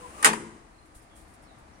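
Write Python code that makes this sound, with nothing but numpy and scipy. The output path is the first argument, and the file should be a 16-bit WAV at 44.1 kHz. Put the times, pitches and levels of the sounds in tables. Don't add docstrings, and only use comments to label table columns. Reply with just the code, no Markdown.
import sys
import numpy as np
from scipy import signal
from scipy.fft import rfft, irfft
from scipy.io import wavfile

SR = 44100
rng = np.random.default_rng(int(sys.argv[2]) if len(sys.argv) > 2 else 0)


def generate_wav(sig):
    pcm = np.round(np.clip(np.atleast_2d(sig).T, -1, 1) * 32767).astype(np.int16)
    wavfile.write(sys.argv[1], SR, pcm)


N = 79380
T = np.arange(N) / SR
HZ = np.maximum(np.fft.rfftfreq(N, 1 / SR), 1)


def from_db(db):
    return 10 ** (np.asarray(db) / 20)


def rms_one(x):
    return x / np.sqrt(np.mean(x ** 2) + 1e-20)


def at_hz(points, hz):
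    pitches, values = np.transpose(points)
    return np.interp(np.log(hz), np.log(pitches), values)


def level(points):
    return from_db(np.interp(T, *np.transpose(points)))


def pan(db):
    return from_db(np.array([[.5], [-.5]]) * db)


def balanced(x, pans):
    return irfft(rfft(x) * pan(at_hz(pans, HZ)), N)


def delayed(x, s):
    return np.interp(np.arange(N) - round(s * SR), np.arange(N), x, left=0)


def swell(rise_s):
    return 1 - np.exp(-(T / rise_s) ** 2)


def decay(fade_s):
    return np.exp(-np.log(1000) * T / max(fade_s, 1e-3))


def ring(hz, fade_s):
    return np.sin(2 * np.pi * hz * T) * decay(fade_s)


def snap(hz, fade_s):
    low_cut = signal.butter(2, 200, "high", fs=SR, output="sos")
    return signal.sosfilt(low_cut, ring(hz, fade_s) + 1e-18)


def noise(colour, likeness):
    mid, side = rfft(rng.standard_normal((2, N)))
    alike = np.clip(at_hz(likeness, HZ), -1, 1)
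    stereo = np.sqrt(1 + alike) * mid + np.sqrt(1 - alike) * side * [[1], [-1]]
    return rms_one(irfft(from_db(at_hz(colour, HZ)) * stereo, N))


def narrow_noise(hz, width_hz):
    white = rng.standard_normal(N) + 1j * rng.standard_normal(N)
    waver = np.fft.ifft(white / (1 + (2 * np.fft.fftfreq(N, 1 / SR) / width_hz) ** 2))
    tone = np.exp(2j * np.pi * np.cumsum(np.broadcast_to(hz, N)) / SR)
    return rms_one(np.real(waver * tone))


def dense_ring(colour, fades, likeness, build_s=0, build_cycles=0):
    spectrum, out = rfft(noise(colour, likeness)), 0
    for hz in 2. ** np.arange(6, 15):
        share = np.clip(1 - abs(np.log2(HZ / hz)), 0, 1)
        envelope = decay(at_hz(fades, hz)) * swell(build_s + build_cycles / hz)
        out = out + irfft(spectrum * share, N) * rms_one(envelope)
    return rms_one(out) / np.sqrt(N)


# pitch in Hz, relative level in dB.
AIR_COLOUR = [(12, -26), (28, -2), (65, 1), (110, -5.5), (170, -8), (320, -8.5), (500, -14), (680, -7.5),
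              (1100, -14), (2000, -17), (3100, -28), (7200, -33.5), (9500, -45.5), (10400, -55),
              (12000, -59.5), (15000, -61)]
# time in seconds, level in dB.
AIR_LEVEL = [(0, -53), (.8, -56.5), (1.1, -55), (1.4, -54), (1.8, -53.5)]
# pitch in Hz, left-right likeness.
AIR_LIKENESS = [(50, .75), (200, 1), (600, 0), (1200, 0.012)]
# pitch in Hz, balance in dB.
AIR_PAN = [(50, 4.5), (250, 4.5), (1200, 1.5), (2300, 2.5), (4500, -10.5), (9000, 1.5), (11000, 4)]


def background():
    hum = from_db(-69) * narrow_noise(hz=320, width_hz=35)
    return balanced(level(AIR_LEVEL) * noise(AIR_COLOUR, AIR_LIKENESS) + hum, AIR_PAN)


# start and length in seconds, first and target pitch in Hz, level in dB.
WHISTLES = [(.742, .025, 4170, 4150, -71), (.778, .025, 4190, 4150, -67.5), (.98, .07, 6400, 4500, -75),
            (1.09, .075, 3800, 3100, -69), (1.425, .025, 5450, 5300, -70), (1.445, .115, 4900, 3400, -70),
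            (1.72, .08, 5750, 5850, -73)]


def bird():
    calls = 0
    for start, length, first_hz, target_hz, db in WHISTLES:
        progress = np.clip((T - start) / length, 0, 1)
        hz = target_hz + (first_hz - target_hz) * np.exp(-2.4 * progress)
        arch = np.sqrt(abs(np.sin(np.pi * progress)))
        calls = calls + from_db(db) * arch * np.sin(2 * np.pi * np.cumsum(hz) / SR)
    tail = rms_one(rng.standard_normal((2, N)) * decay(fade_s=0.4)) / np.sqrt(N)
    echoes = signal.fftconvolve(calls[None], tail)[:, :N]
    return pan(-7) * (calls + from_db(1) * echoes)


# start and length in seconds, level in dB.
RUSTLES = [(0.852, 0.041, -65.5), (0.941, 0.079, -54.5), (1.014, 0.053, -62), (1.145, 0.13, -57),
           (1.259, 0.13, -65), (1.334, 0.038, -62), (1.419, 0.057, -63), (1.58, 0.037, -63.5)]
# pitch in Hz, relative level in dB.
RUSTLE_COLOUR = [(1000, -14.5), (3000, 5), (6000, 6), (9500, 17), (12000, 5), (15500, -3)]
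# start in seconds, level in dB.
BUMPS = [(0.9624, -40), (1.149, -53.5), (1.627, -46)]


def hand():
    strokes = sum(from_db(db) * np.interp(T, [s, s + 0.17 * length, s + length], [0, 1, 0])
                  for s, length, db in RUSTLES)
    bumps = sum(from_db(db) * delayed(ring(hz=60.2, fade_s=0.071), s) for s, db in BUMPS)
    return strokes * noise(RUSTLE_COLOUR, AIR_LIKENESS) + bumps


# time in seconds, level in dB.
ROLL_LEVEL = [(0, -51), (.13, -50.5), (.2, -46), (.228, -44), (.25, -65)]
# pitch in Hz, relative level in dB.
ROLL_COLOUR = [(60, -45), (120, -35), (180, -6), (330, -5), (700, -8), (1100, -7), (1500, -12.5),
               (2400, -11.5), (3500, -20.5), (5600, -21.5), (9300, -13.5), (10500, -18.5), (11500, -31.5),
               (15000, -33)]
# pitch in Hz, left-right likeness.
ROLL_LIKENESS = [(100, 0.35), (500, 1), (900, 0.298), (2000, 0.16), (9000, 0.027)]
# pitch in Hz, balance in dB.
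ROLL_PAN = [(200, 5.5), (600, 0.5), (1000, 9), (1400, 6), (9000, -3.5)]
# time in seconds, pitch in Hz, level in dB.
WHINE = [(0, 1110, -52), (.06, 1000, -46), (.095, 1030, -58), (.14, 1160, -55), (.18, 1195, -47),
         (.22, 1170, -45), (.25, 1180, -70)]
# start and end in seconds, pitch and width in Hz, level in dB.
TRACK_TONES = [(0, 0.1, 495.3, 6.3, -49), (0, 0.22, 310.4, 7.4, -54)]


def rollers():
    times, pitches, levels = np.transpose(WHINE)
    rumble = level(ROLL_LEVEL) * noise(ROLL_COLOUR, ROLL_LIKENESS)
    whine = narrow_noise(np.interp(T, times, pitches), width_hz=45)
    out = rumble + from_db(np.interp(T, times, levels)) * whine
    for start, end, hz, width, db in TRACK_TONES:
        progress = np.clip((T - start) / (end - start), 0, 1)
        arch = np.sqrt(abs(np.sin(np.pi * progress)))
        out = out + from_db(db) * narrow_noise(hz, width) * arch
    return balanced(out, ROLL_PAN)


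# pitch in Hz, relative level in dB.
ROOM_COLOUR = [(60, -14.5), (110, -7), (170, 7.5), (350, 9), (620, -8), (1000, 0.5), (2000, -4),
               (4200, -21), (9500, -9.5), (11500, -28.5), (15000, -43.5)]
# pitch in Hz, fade time in seconds.
ROOM_FADES = [(170, 0.89), (500, 0.75), (2000, 0.71), (5000, 1), (9000, 0.57), (14000, 0.34)]
# pitch in Hz, left-right likeness.
ROOM_LIKENESS = [(120, .95), (350, 1), (650, 0.63), (1100, .15), (10000, 0.067)]


def room_echo():
    echo = dense_ring(ROOM_COLOUR, ROOM_FADES, ROOM_LIKENESS, build_s=0.029, build_cycles=6.9)
    return from_db(-5) * echo


# pitch in Hz, relative level in dB, fade time in seconds.
FRAME_TONES = [(436, -25, .26), (858, -23, .2), (937, -31, .34), (1146, -19.5, .19), (1242, -20, .17),
               (1378, -20.5, .16), (1501, -21, .17), (1755, -27, .17), (1837, -21, .19), (1906, -28, .18),
               (1987, -25, .2), (2106, -27, .19), (2472, -28, .17)]
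EDGE_TONES = [(5626, -37, .14), (6040, -36, .13), (6776, -30, .11), (7410, -33, .1), (7617, -31, .11),
              (8347, -32, .13), (8565, -32, .13), (9004, -31, .14), (9633, -29, .15), (9873, -36, .15),
              (12625, -42, .08)]
# pitch in Hz, level in dB, fade and rise times in seconds.
BOOM = [(42, -42, .3, .035), (141, -43, .55, .045), (221, -25.5, .46, .034)]


def frame():
    start = max(BLOWS, key=lambda row: row[1])[0]
    build_s, build_cycles = 0.0037, 3.3
    metal = sum(from_db(db) * ring(hz, fade) * swell(build_s + build_cycles / hz)
                for hz, db, fade in FRAME_TONES + EDGE_TONES)
    boom = sum(from_db(db) * ring(hz, fade) * swell(rise) for hz, db, fade, rise in BOOM)
    return pan(-1) * delayed(from_db(-0.5) * metal + boom, start)


# start in seconds, pitch in Hz, level in dB, fade time in seconds.
PINGS = [(.2278, 1260, -24, .035), (.2271, 9300, -17, .008), (.2455, 1900, -9, .017),
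         (.2555, 9600, -14, .009), (.258, 6900, -10, .007), (.3355, 960, -24, .06),
         (.3322, 1450, -25, .018), (.3322, 1900, -20, .013), (.3322, 2350, -26, .016),
         (.3325, 4750, -36, .025)]


def pings():
    return sum(from_db(db) * delayed(snap(hz, fade), s) for s, hz, db, fade in PINGS)


# pitch in Hz, relative level in dB, fade time in seconds.
CRACK = [(1227, -16.5, 0.024), (1888, -12, 0.021), (2920, -31, 0.02), (4940, -24, 0.0052),
         (7125, -21, 0.0088), (8770, -15.5, 0.0053), (13000, -25, 0.0041)]
# pitch in Hz, relative level in dB.
PANEL_COLOUR = [(100, -30), (200, -2), (400, -0.5), (620, -3), (900, 4.5), (1900, 3), (2800, 1),
                (4200, -6.5), (7000, -3.5), (9500, 1.5), (11300, -16.5), (15000, -22.5)]
# pitch in Hz, fade time in seconds.
PANEL_FADES = [(200, 0.32), (900, 0.17), (2000, 0.2), (9000, 0.12)]
# pitch in Hz, left-right likeness.
PANEL_LIKENESS = [(100, 0.9), (350, 1), (700, 0.66), (2000, 0.15)]
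# start in seconds, then level, bass, treble, crack and balance in dB.
BLOWS = [(0.2274, -10.5, 5.5, 1, -2.5, 5.5), (0.2450, -1.5, -13, -14, 2, -8), (0.246, 5, 1, 1.5, 4, -3.5),
         (0.248, -6, 5, 5.5, 2, 5), (0.2551, -9, 1, 7.5, 0, 2), (0.2576, -7.5, -0.5, 7.5, 3, 9.5),
         (0.2631, -6, 5, -0.5, 4.5, -3.5), (0.3317, -19, -5.5, -5.5, 3.5, 12.5),
         (0.335, -22.5, 6.5, 1.5, 7.5, 0.5)]


def bang():
    crack = sum((-1) ** k * from_db(db) * snap(hz, fade) for k, (hz, db, fade) in enumerate(CRACK))
    echo = room_echo()
    bass = 1 / (1 + 1j * HZ / 700)
    treble = 1 - 1 / (1 + 1j * HZ / 4000)
    spectrum = 0
    for start, db, bass_db, treble_db, crack_db, pan_db in BLOWS:
        panel = from_db(8.5) * dense_ring(PANEL_COLOUR, PANEL_FADES, PANEL_LIKENESS, build_cycles=4.3)
        blow = pan(pan_db) * (from_db(crack_db) * crack + panel) + echo
        tone = (1 + (from_db(bass_db) - 1) * bass) * (1 + (from_db(treble_db) - 1) * treble)
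        delay = np.exp(-2j * np.pi * HZ * round(start * SR) / SR)
        spectrum = spectrum + from_db(db) * tone * rfft(blow) * delay
    return irfft(spectrum, N)


# pitch in Hz, added balance in dB.
DOOR_PAN = [(100, 6.5), (400, 3.5), (1100, 9), (2000, 1), (6000, -3), (9000, -4.5), (13000, -2)]
# pitch in Hz, delay in seconds.
LEFT_LAG = [(600, .0002), (1200, .00042)]


def scene():
    air = background()
    door = rollers() + balanced(bang() + pings() + frame(), DOOR_PAN)
    left, right = door + hand() + bird() + air
    lag = np.exp(-2j * np.pi * HZ * at_hz(LEFT_LAG, HZ))
    return np.array([irfft(rfft(left) * lag, N), right])


def record(dry):
    high_cut = signal.ellip(12, .1, 100, 15900, fs=SR, output="sos")
    return signal.sosfilt(high_cut, np.clip(dry, -1, 1))


dry = scene()
out = record(dry)
generate_wav(out)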